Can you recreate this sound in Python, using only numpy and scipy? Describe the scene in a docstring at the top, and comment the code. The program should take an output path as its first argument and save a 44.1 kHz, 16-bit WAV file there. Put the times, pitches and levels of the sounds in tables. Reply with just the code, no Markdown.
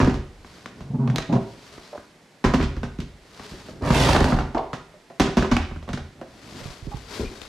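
"""A plastic tackle box lands with a hollow thud on a carpeted boat deck in a garage. Boxes are set down,
lifted and dragged: each knock thuds in the deck, rings the box and shakes the lures inside, and the
walls throw it back. Handles snap; box bottoms judder and scrape over the carpet. Sleeves rustle near
the stereo microphone, and towards the end come small pops, dull hollow bumps and creaks close by."""
import sys
import numpy as np
from scipy import signal
from scipy.fft import rfft, irfft, next_fast_len
from scipy.io import wavfile

SR = 44100
rng = np.random.default_rng(int(sys.argv[2]) if len(sys.argv) > 2 else 0)


def transcribe(u):
    """Save the signal u as a 16-bit wav file named by the first command-line argument.

    u: samples, shape (n,) or (channels, n), limited to [-1, 1]; the rate is SR.
    q: integer samples, one column per channel.
    """
    v = np.clip(np.atleast_2d(u).T, -1, 1)
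    q = np.round(v * 32767).astype(np.int16)
    wavfile.write(sys.argv[1], SR, q)


N = 329864
TIME = np.arange(N) / SR

# modes of a box standing on the deck: (frequency [Hz], level [dB], base t60 [s])
BOX_MODES = [(49.5, -15.5, 0.37), (81, -6, 0.25), (135.15, -2.5, 0.41), (161.7, -0.5, 0.33),
             (211, -6.5, 0.28), (246, 6, 0.12), (294.4, -2.5, 0.15), (388.1, -0.5, 0.13), (484, -16, 0.4),
             (604, -7, 0.029), (709.5, -5.5, 0.068), (745, -7.5, 0.08), (952, -6, 0.12), (1040, -18, 0.12),
             (1220, -9.5, 0.1), (1700, -21, 0.03), (2790, -24, 0.1), (3340, -36, 0.15), (3770, -35, 0.068)]
# thud, body, clack and tick bands: (low edge [Hz], high edge [Hz], base t60 of dense ring [s], weight [dB])
BANDS = [(33.2, 110.7, 0.078, 2), (184, 491, 0.046, 1), (462, 1790, 0.1, -6), (2470, 43000, 0.21, -1)]


def landings():
    """A box bottom booms on the deck, its lid slaps a moment later, and walls and deck ring on."""
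    # (time [s], force [dB], thud [dB], tick [dB], lid delay [s], lure rattle [dB], boom [dB],
    #  boom note [Hz], lid note [Hz], wall hum [dB], hum note [Hz])
    drops = [(0.001, -4.5, -21.5, -31.5, 0.012, -17, -15.5, 265, 1100, -24, 383),
             (2.441, -3.5, -23.5, -29.5, 0.0077, -2.5, -17, 191, 840, -28, 244),
             (2.537, -5.5, -24.5, -31, 0.0068, -25, -12.5, 250.5, 1030, -19, 249),
             (5.198, -2.5, -29, -23, 0.0052, -2, -7.5, 258, 1070, -21, 388),
             (5.37, -5, -25.5, -29, .005, -2, -13, 201, 1110, -29, 388),
             (5.514, -7.5, -24.5, -30, 0.0045, -14, -11, 239, 1140, -28, 236)]
    # the deck sways under a settled box: (time [s], note [Hz], level [dB])
    sways = [(0.164, 63, -33), (2.648, 69.6, -25), (5.576, 80, -27), (5.98, 80, -38)]
    out = np.zeros((2, N))
    for s, force, thud, tick, lid_s, rattle_db, boom_db, boom_hz, lid_hz, hum_db, hum_hz in drops:
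        bottom = (thud, force - 12.5, force - 11, tick)
        lid = (thud + 5.5, force - 18, force - 12, tick - 2)
        add(out, s, box_strike(bottom, wall_hz=670, rattle_db=rattle_db))
        add(out, s, boom(boom_hz, boom_db, rise_s=0.0095))
        add(out, s + lid_s, box_strike(lid, lid_hz, rattle_db))
        add(out, s + lid_s, wall_hum(hum_hz, hum_db))
    for s, hz, db in sways:
        add(out, s, boom(hz, db, rise_s=0.039))
    return out


def knocks():
    """Boxes rock and bump on one edge with single blows, some hard and some dull."""
    # (time [s], clack [dB], deck thud [dB], box body [dB], tick [dB], wall note [Hz], bottom note [Hz])
    bumps = [(0.029, -19, -21, -17, -54, 720, 64.5), (0.047, -25, -23, -23.5, -36.5, 720, 115),
             (0.072, -23, -29, -14, -40, 740, 240), (0.096, -25, -26, -24, -41, 1050, 260),
             (0.142, -28.5, -23.5, -36, -41.5, 990, 180), (0.807, -37, -38, -41, -50.5, 1050, 174),
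             (1.326, -30, -40, -20, -38.5, 680, 200), (1.354, -34, -41, -21, -47, 1050, 185),
             (2.602, -22.5, -18.5, -22, -43, 1070, 258), (2.627, -26, -21.5, -21.5, -36, 600, 249),
             (2.766, -35, -25, -34.5, -48, 1610, 294), (2.832, -25.5, -31, -26, -41, 1620, 256),
             (2.987, -39, -29, -27.5, -49, 990, 171), (3.018, -42, -38.5, -37, -51, 710, 240),
             (3.823, -44, -27, -28, -51, 710, 131), (3.904, -15.5, -20, -16, -33, 775, 187),
             (4.089, -29, -15.5, -22.5, -42, 890, 140), (4.15, -12.5, -32, -23, -48, 1140, 253),
             (4.207, -17, -16, -15.5, -46, 580, 255), (4.322, -17, -17.5, -18.5, -46, 715, 204),
             (4.388, -20.5, -24.5, -31, -37, 1350, 283), (4.405, -24, -26, -29, -55, 860, 265),
             (4.547, -24, -41, -23.5, -44, 1000, 342), (4.731, -23, -48, -28.5, -37.5, 653, 150),
             (5.243, -29, -36, -25, -47, 1250, 280), (5.277, -26, -40, -25.5, -50, 930, 168),
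             (5.425, -20, -36, -22, -36, 1140, 181), (5.447, -20.5, -55, -29, -47, 730, 365),
             (5.712, -35.5, -34, -34.5, -60, 735, 133), (5.76, -38.5, -33, -35, -55, 590, 165),
             (5.827, -40, -38.5, -43, -52, 600, 140), (5.878, -33, -44, -37, -53, 640, 213),
             (5.89, -27, -29.5, -32, -42.5, 1400, 229), (5.935, -31.5, -29.5, -29.5, -39.5, 1800, 201)]
    out = np.zeros((2, N))
    for s, clack, thud, body, tick, wall_hz, bottom_hz in bumps:
        add(out, s, box_strike((thud, body - 3.5, clack, tick), wall_hz, rattle_db=-27.5))
        add(out, s, boom(bottom_hz, body + 1.5, rise_s=0.0084))
    return out


def box_strike(levels_db, wall_hz, rattle_db):
    """One blow on a box, almost centred on the microphone; the struck wall adds its own hollow note."""
    modes = list(BOX_MODES) + [(wall_hz, 1.5, 0.035)]
    sound = blow(modes, levels_db, hold=0.99, rattle_db=rattle_db,
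                 dense_db=(0.5, 2.1, 7.2, 9.5), crack_db=3, detune=0.017)
    return amp(0.5) * sound * pan(-0.7)


def blow(modes, levels_db, hold, rattle_db, dense_db, crack_db, detune):
    """Clear modes over a crack, a dense ring and a trailing rattle, levelled per band."""
    # spectrum of ringing plastic: (frequency [Hz], level [dB])
    plastic = [(18, -88), (30, 7.5), (65, 1), (180, -14), (240, -12.5), (337, -19.5), (384, -8.5),
               (426, -28.5), (538, -18.5), (837, -28), (1030, -20), (1370, -25.5), (6200, -39),
               (11900, -62.5), (15000, -78)]
    t = np.arange(SR // 2) / SR
    clear = ring(modes, t, detune, hold)
    hiss = colour(stereo_noise(len(t)), plastic)
    crack = amp(crack_db) * np.exp(-t / 0.0007)
    rattle = amp(rattle_db) * unit(amp(2.2 * wander(len(t), 464))) * np.exp(-t / 0.057)
    contact = 1 - np.exp(-t / 0.00012)
    burst_gain = np.sqrt(0.013 / t[-1])  # the energy of a 13 ms burst at unit rms
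    out = np.zeros((2, len(t)))
    for (lo, hi, t60, weight_db), db, share_db in zip(BANDS, levels_db, dense_db):
        envelope = crack + decay(t, t60 * hold) + rattle
        dense = amp(share_db) * unit(band(hiss * envelope * contact, lo, hi))
        out += amp(db + weight_db) * burst_gain * unit(unit(band(clear, lo, hi)) + dense)
    return out * np.minimum(1, (t[-1] - t) * 10)


def boom(hz, db, rise_s, sharpness=4.54):
    """One hollow note that swells for a moment and dies within a few cycles."""
    t = np.arange(SR // 4) / SR
    swell = (t / rise_s * np.exp(1 - t / rise_s)) ** sharpness
    return amp(db) * np.sqrt(2) * swell * np.sin(2 * np.pi * hz * t)


def wall_hum(hz, db, beat_hz=14, rise_s=0.019):
    """Two facing box walls take up the blow and ring on, slightly out of tune."""
    t = np.arange(SR // 2) / SR
    walls = np.sin(2 * np.pi * hz * t) + 0.5 * np.sin(2 * np.pi * ((hz + beat_hz) * t + rng.random()))
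    return amp(db + 4) * walls * (1 - np.exp(-t / rise_s)) * decay(t, t60=0.28)


def snaps():
    """Handles and latches hit with a dry crack and a very short ping, and rebound once."""
    # (time [s], clack [dB], tick [dB], ping [dB], ping note [Hz], left minus right [dB])
    hits = [(0.447, -39, -61, -26, 960, 2), (0.6588, -34.5, -39.5, -19, 1250, 3.5),
            (1.076, -26.5, -45.5, -25, 2390, -2), (1.1, -27.5, -42, -32, 1050, -1),
            (1.16, -22.5, -27.5, -16, 3940, -2), (1.183, -19.5, -30.5, -14, 3880, 1.5),
            (1.778, -35, -52, -37, 2170, -1), (1.978, -34, -62, -31, 1300, 0),
            (3.003, -41, -38, -44, 930, 1), (3.396, -32, -55, -42, 1230, 3),
            (4.163, -9.5, -28, -19, 1300, 0), (4.243, -17, -26, -24, 1100, 1.5),
            (5.567, -16.5, -30.5, -5.5, 2380, -2), (5.932, -36, -34.5, -29, 1990, 4),
            (5.975, -27.5, -42, -18, 690, 0), (7.417, -41.5, -47, -29, 3700, 19)]
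    # modes of a handle: (frequency [Hz], level [dB], base t60 [s])
    handle_modes = [(315, 9, 0.018), (680, 3, 0.016), (1090, 1, 0.0072), (1680, 6, 0.007),
                    (2470, 1.5, 0.022), (3700, 3, 0.011), (4800, 26, 0.013), (6200, -8, 0.005)]
    out = np.zeros((2, N))
    t = np.arange(SR // 2) / SR
    for s, clack, tick, ping_db, ping_hz, pan_db in hits:
        for delay_s, db in ((0, 0), (0.0027, -5)):  # hit, rebound
            crack = blow(handle_modes, (clack - 15, clack - 6, clack, tick), hold=0.77, rattle_db=-27,
                         dense_db=(2.7, 0.74, 8.2, 15), crack_db=12, detune=0.15)
            ping = ring([(ping_hz, ping_db, 0.007)], t, detune=0.03)
            add(out, s + delay_s, amp(db) * (crack + ping) * pan(pan_db))
    return amp(-3.5) * out


def drag(snags_per_s=310, coast_s=0.039):
    """Carpet fibres catch and release a dragged box; grit crunches, and rim snags shake the walls."""
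    # the pull on the box: (time [s], effort [dB])
    pull = [(3.8, -74), (3.824, -39), (3.89, -28.5), (3.92, -32), (3.94, -25), (4.07, -25.5), (4.17, -27),
            (4.19, -31), (4.3, -33.5), (4.36, -38.5)]
    # rumble, body, scrape, fizz: (level at full effort [dB], growth with effort [dB/dB], lurch [share])
    layers = [(-16.5, 1.4, 0.94), (-20, 0.44, 0.9), (-20, 0.72, 0.33), (-18.5, 1.92, 0.073)]
    # spectra of rubbed carpet and crunching grit: (frequency [Hz], level [dB])
    carpet = [(18, -35), (30, -26), (59, -2), (102, -11), (140, 10.5), (182, -5), (243, -2.5), (324, -3),
              (410, -15.5), (467, -14.5), (808, -19), (1400, -24.5), (4910, -38.5), (11900, -53),
              (15500, -74)]
    grit = [(250, -35), (600, 7), (1100, 0.5), (2000, -14), (4500, -5), (8000, -18), (12000, -27),
            (15000, -47)]
    grains = stereo_noise(N) * amp(3.2 * wander(N, 900) + 1.2 * wander(N, 70))
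    rub = colour(deck_bounce(grains, start_s=pull[0][0]), carpet)
    snags = (rng.random(N) < snags_per_s / SR) * rng.uniform(-1.08, 1, N)
    walls = ring(BOX_MODES, np.arange(SR // 4) / SR, detune=0.017)
    box = excite(unit(snags) + 0.5 * unit(grains), walls)
    effort = gain_curve(pull, coast_s) / amp(-21)  # -21 dB is full effort
    crunch = unit(colour(clicks(per_s=140, spread_db=1.5, ring_s=0.0048), grit))
    out = amp(-25) * crunch * effort
    lurch_db = 1.5 * wander(N, 55)
    ringing_db = (-3.5, -2.5, -4.5, -12)
    for (lo, hi, _, _), (db, growth, lurching), ring_db in zip(BANDS, layers, ringing_db):
        part = unit(band(rub, lo, hi)) + amp(ring_db) * unit(band(box, lo, hi))
        out += unit(part * amp(lurching * lurch_db)) * amp(db) * effort ** growth
    return out * pan(-0.8)


def deck_bounce(x, start_s, share=0.44):
    """The microphone hears a moving box with its reflection off the deck: a comb that slides down."""
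    delay_s = np.maximum(0.001593 + 0.00197 * (TIME - start_s), 0)
    return x + share * np.array([np.interp(TIME - delay_s, TIME, channel) for channel in x])


def judder(rise_s=0.0059, fall_s=0.008, sag_hz_per_s=70, overtone_ratio=1.7):
    """A box is pulled free: stick-slip pulses ring its walls over a hollow, slightly falling groan."""
    # (time [s], length [s], slip rate [Hz], groan [dB], overtone against groan [dB], chatter [dB])
    pulls = [(0.835, 0.077, 144, -41, -13, -58), (0.898, 0.025, 126, -33.5, -3, -44.5),
             (0.936, 0.022, 144, -20.5, -5.5, -39.5), (0.985, 0.087, 139, -24, -4, -38),
             (1.085, 0.029, 134, -16.5, -12, -41), (1.134, 0.026, 150, -24.5, -5.5, -40),
             (1.29, 0.037, 164, -25, -1, -32.5), (1.32, 0.049, 132, -25, -0.5, -27)]
    out = np.zeros((2, N))
    size = SR // 4
    t = np.arange(size) / SR
    for s, length, slip_hz, groan_db, overtone_db, chatter_db in pulls:
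        pull = np.minimum(t / rise_s, 1) * np.exp(-np.maximum(t - length, 0) / fall_s)
        rate_hz = (slip_hz - sag_hz_per_s * t) * np.exp(0.045 * wander(size, 140))
        turns = np.cumsum(rate_hz) / SR
        overtone_gain = amp(overtone_db + 2.5 * wander(size, 120))  # second mode of the flexing bottom
        overtone = overtone_gain * np.sin(2 * np.pi * (overtone_ratio * turns + 0.25 * wander(size, 70)))
        fundamental = np.sin(2 * np.pi * turns) * amp(1.8 * wander(size, 110))
        groan = np.sqrt(2) * (fundamental + overtone)
        slips = np.diff(np.floor(turns), prepend=0) * amp(4 * wander(size, 140))
        walls = band(stereo_noise(size) * np.exp(-t / 0.0076), 338, 940)
        rasp = 0.04 * rng.standard_normal(size)
        chatter = unit(excite(slips + rasp, walls))
        add(out, s, pull * (amp(groan_db) * groan + amp(chatter_db) * chatter))
    return out


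def scuff(start_s=4.545, fade_s=0.053):
    """The rim of a tipping box skips over the deck and stirs its walls, dying away."""
    t = np.arange(SR // 4) / SR
    skips = stereo_noise(len(t)) * amp(6.2 * wander(len(t), 161))
    walls = excite(skips, ring(BOX_MODES, t, detune=0.01))
    scrape = unit(band(unit(skips) + amp(-12) * unit(walls), 366, 1100, order=4))
    out = np.zeros((2, N))
    add(out, start_s, amp(-22.5) * scrape * np.exp(-t / fade_s) * np.sqrt(1 - t / t[-1]))
    return out


def lure_rattles():
    """Hard lures tumble against each other and the box walls in short flurries."""
    # (peak time [s], length [s], level [dB])
    flurries = [(1.229, 0.03, -38), (2.629, 0.059, -34.5), (4.585, 0.022, -41), (5.59, 0.13, -41.5)]
    # spectrum of the clatter: (frequency [Hz], level [dB])
    lures = [(700, -15), (1500, 2.5), (2900, -2.5), (4800, -6.5), (7000, -19), (12000, -44), (15000, -51)]
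    clatter = unit(colour(clicks(per_s=990, spread_db=4, ring_s=0.0016), lures))
    return clatter * sum(amp(db) * np.exp(-(2 * (TIME - s) / length) ** 2) for s, length, db in flurries)


def bumps_and_pops():
    """Dull hollow bumps and small pops close to the microphone, each with its own note."""
    # (time [s], clack [dB], thud [dB], body [dB], ringing note [Hz], boom note [Hz])
    bumps = [(3.513, -52, -37.5, -47, 454, 183), (3.535, -38, -40, -38, 413, 163),
             (3.684, -32.5, -44, -43, 632, 150), (3.755, -53, -44, -42, 353, 154),
             (4.939, -38, -72, -54, 600, 138), (5.101, -33.5, -68, -49, 678, 140),
             (6.192, -46, -61, -50, 707, 135), (6.214, -26.5, -65, -33.5, 332, 139),
             (6.613, -38, -36.5, -58, 557, 124), (6.653, -46, -34, -43, 500, 129),
             (6.675, -57, -36, -56, 410, 134), (6.821, -64, -33.5, -64, 400, 96),
             (6.868, -41, -28, -35, 410, 119), (6.941, -61, -28.5, -41.5, 416, 112),
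             (7.195, -42, -24.5, -27, 433, 221), (7.22, -50, -24.5, -32, 425, 96),
             (7.243, -56, -27.5, -37, 412, 57.3), (7.314, -46, -63, -41, 360, 140)]
    # hollow modes common to them all: (frequency [Hz], level [dB], t60 [s])
    hollow_modes = [(59.4, 19, 0.19), (120, -28, 0.14), (270, 4.5, 0.071), (373, 8, 0.07), (531, 0, 0.096),
                    (654, 12, 0.0061)]
    out = np.zeros((2, N))
    for s, clack, thud, body, note_hz, boom_hz in bumps:
        modes = list(hollow_modes) + [(note_hz, 3, 0.11)]
        add(out, s, blow(modes, (thud - 4, body, clack, clack - 24), hold=1, rattle_db=-30,
                         dense_db=(0, 1.5, -8, 0), crack_db=-8, detune=0.015))
        add(out, s, boom(boom_hz, thud + 0.5, rise_s=0.0084))
    return amp(-0.5) * out


def creaks():
    """Short, slightly rough squeaks close to the microphone."""
    # (time [s], length [s], pitch [Hz], level [dB])
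    squeaks = [(1.929, 0.017, 600, -36), (1.946, 0.03, 590, -35.5), (6.915, 0.04, 820, -41),
               (7.197, 0.066, 429.3, -35), (7.243, 0.052, 2400, -47)]
    out = np.zeros((2, N))
    for s, length, hz, db in squeaks:
        size = int(length * SR)
        progress = np.linspace(0, 1, size)
        turns = np.cumsum(hz * (1 + 0.025 * wander(size, 315))) / SR
        rasp = unit(band(rng.standard_normal(size), 0.7 * hz, 1.4 * hz, order=2))
        squeak = np.sin(2 * np.pi * turns) + 0.5 * rasp
        envelope = np.sqrt(progress) * (1 - progress) * amp(2 * wander(size, 280))
        add(out, s, amp(db) * unit(squeak * envelope))
    return out


def sleeves(stop_speedup=1.19):
    """Cloth brushes past just left of the microphone: a grainy rustle over a soft shuffle."""
    # (peak time [s], length [s], rustle [dB], shuffle [dB], left minus right [dB])
    brushes = [(0.566, 0.16, -57, -50, 1.5), (0.809, 0.082, -67, -38.5, 5), (1.49, 0.084, -70, -54, 4),
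               (1.76, 0.3, -55, -53, 2.5), (3.545, 0.22, -51, -44.5, 2.5), (3.764, 0.079, -78, -38, 3),
               (6.37, 0.2, -68.5, -45, 2), (6.647, 0.21, -49.5, -42.5, 6), (6.982, 0.087, -58, -54, 7.5),
               (7.165, 0.091, -46.5, -41, 9), (7.392, 0.19, -52.5, -49, 7.5)]
    # spectrum of the rustle: (frequency [Hz], level [dB])
    cloth = [(180, -62), (300, -29), (404, 0), (535, -12), (571, -6), (863, -9.5), (922, -7), (2790, -13),
             (4650, -11), (11000, -30), (12100, -30), (15500, -47)]
    folds = amp(2 * wander(N, 500) + 1.5 * wander(N, 35))
    rustle = amp(7) * unit(colour(stereo_noise(N) * folds, cloth))
    shuffle = amp(-3) * unit(band(stereo_noise(N), 65, 315, order=2) * amp(3 * wander(N, 30)))
    out = np.zeros((2, N))
    for s, length, rustle_db, shuffle_db, pan_db in brushes:
        from_peak = 2 * (TIME - s) / length * np.where(TIME > s, stop_speedup, 1)
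        swell = amp(-2 * from_peak ** 2)
        out += swell * (rustle * amp(rustle_db) * pan(pan_db) + shuffle * amp(shuffle_db))
    return out


def garage_echo(x):
    """Bare walls return a diffuse tail, the deep bass dying last."""
    # reverberation of the garage: (frequency [Hz], t60 [s])
    ring_times = [(50, 1), (160, 0.26), (420, 0.54), (1100, 0.47), (2900, 0.55), (7700, 0.5), (14000, 0.17)]
    # spectrum of the echo: (frequency [Hz], level [dB])
    echo = [(40, -2.5), (130, -6), (250, -0.5), (500, -0.5), (1200, -2), (3000, -0.5), (7000, -3.5),
            (14000, -4.5)]
    hz, t, spectra = signal.stft(stereo_noise(SR), SR, nperseg=512)
    t60 = read(ring_times, hz)[:, None]
    equal_energy = np.sqrt(2 * np.log(1000) / (t60 * SR))
    spectra *= decay(t, t60) * amp(read(echo, hz))[:, None] * equal_energy
    onset = np.clip((TIME[:SR] - 0.006) / 0.009, 0, 1)
    tail = signal.istft(spectra, SR, nperseg=512)[1][:, :SR] * onset
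    return excite(x.mean(0), tail)


def room_tone():
    """The still air of the garage: a faint, steady, low hush."""
    # (frequency [Hz], level [dB])
    air = [(15, -25), (25, -4), (75, -9), (156, 7), (895, -3.5), (1170, -7.5), (2010, -6), (2770, -11),
           (4870, -13), (8130, -19), (12200, -27), (15500, -48)]
    return amp(-54) * unit(colour(stereo_noise(N), air))


def stereo_noise(size):
    """Noise at two close microphone capsules: shared in the bass, looser in the treble."""
    # stereo width: (frequency [Hz], side minus mid [dB])
    width = [(60, -54), (110, -21.5), (200, -16), (380, -16.5), (700, -11), (1290, -10), (2380, -5),
             (4400, -8), (8120, -7), (15000, -5)]
    mid, side = rng.standard_normal((2, size))
    side = colour(side, width)
    return np.array([mid + side, mid - side])


def ring(modes, t, detune, hold=1):
    """Dying modes, shifted a little by where the blow lands; hold scales their ring time."""
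    hz, db, t60 = np.transpose(modes)[:, :, None]
    hz = hz * (1 + detune * rng.standard_normal(hz.shape))
    sign = (-1) ** np.arange(len(hz))[:, None]
    return (sign * amp(db) * decay(t, t60 * hold) * np.sin(2 * np.pi * hz * t)).sum(0)


def clicks(per_s, spread_db, ring_s):
    """A stream of tiny hard contacts of uneven size."""
    sizes = amp(spread_db * np.minimum(rng.exponential(1, N), 3))
    contacts = sizes * (rng.random(N) < per_s / SR)
    return signal.lfilter([1], [1, -np.exp(-1 / (ring_s * SR))], contacts) * stereo_noise(N)


def excite(drive, response):
    """Convolves a drive with an impulse response, keeping the drive's length."""
    return signal.oaconvolve(np.atleast_2d(drive), np.atleast_2d(response), axes=1)[:, :drive.shape[-1]]


def wander(size, per_s):
    """A random curve of about unit spread."""
    at = np.arange(size) * per_s / SR
    return np.interp(at, np.arange(N // 8), rng.standard_normal(N // 8))


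def gain_curve(points, fade_s):
    """(time [s], level [dB]) points as a gain: silent before their span, dying away after it."""
    s, db = np.transpose(points)
    after = np.maximum(TIME - s[-1], 0)
    return amp(np.interp(TIME, s, db)) * (TIME >= s[0]) * np.exp(-np.minimum(after / fade_s, 20))


def colour(x, points):
    """Gives a sound a smooth spectrum."""
    size = x.shape[-1]
    padded = next_fast_len(size)
    gain = amp(read(points, np.fft.rfftfreq(padded, 1 / SR)))
    return irfft(rfft(x, padded) * gain, padded)[..., :size]


def read(points, hz):
    """Reads a table along a log-frequency axis."""
    f, value = np.transpose(points)
    return np.interp(np.log(hz + 1), np.log(f + 1), value)


def band(x, lo_hz, hi_hz, order=3):
    """Causal band-pass."""
    sos = signal.butter(order, [lo_hz, min(hi_hz, 0.49 * SR)], "band", fs=SR, output="sos")
    return signal.sosfilt(sos, x)


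def add(mix, s, sound):
    """Mixes a sound in at a given time."""
    part = mix[:, max(round(s * SR), 0):][:, :sound.shape[-1]]
    part += sound[..., :part.shape[1]]


def decay(t, t60):
    """Falls by 60 dB in t60 seconds."""
    return np.exp(-np.log(1000) * t / t60)


def pan(db):
    """Channel gains for a left-minus-right level."""
    return amp(np.vstack([db / 2, -db / 2]))


def amp(db):
    """Decibels to gain."""
    return 10 ** (np.asarray(db) / 20)


def unit(x):
    """Scales to an rms of one."""
    return x / np.sqrt(np.mean(x ** 2) + 1e-20)


def scene():
    """Boxes out on the deck; bumps, creaks and sleeves close to the microphone; the garage all around."""
    # where bumps and creaks come from: (time [s], left minus right [dB])
    bearing = [(6.2, 0), (6.6, -7), (6.95, -7), (7.19, 3)]
    boxes = landings() + knocks() + lure_rattles()
    handles = snaps()
    rubbing = drag() + scuff() + judder()
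    sides = pan(np.interp(TIME, *np.transpose(bearing)))
    bumps, squeaks = bumps_and_pops() * sides, creaks() * sides
    air = room_tone()
    to_walls = amp(-4) * (boxes + bumps) + amp(-3.5) * handles + amp(-2.5) * rubbing + amp(-10) * squeaks
    return boxes + handles + rubbing + bumps + squeaks + garage_echo(to_walls) + sleeves() + air


def record(dry):
    """The microphone's two capsules each colour the sound a little; the treble ends at 15.2 kHz."""
    # capsule balance: (frequency [Hz], left minus right [dB])
    balance = [(60, -0.2), (110, -0.4), (200, -0.6), (380, -0.5), (700, -1.2), (1290, -0.7), (2600, -2.4),
               (4400, -2.4), (8120, 2), (15000, 0)]
    left = colour(dry[0], [(hz, db / 2) for hz, db in balance])
    right = colour(dry[1], [(hz, -db / 2) for hz, db in balance])
    low_pass = signal.firwin(511, 15200, window=("kaiser", 9), fs=SR)
    return signal.oaconvolve(np.array([left, right]), low_pass[None], "same", axes=1)


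dry = scene()
out = record(dry)
transcribe(out)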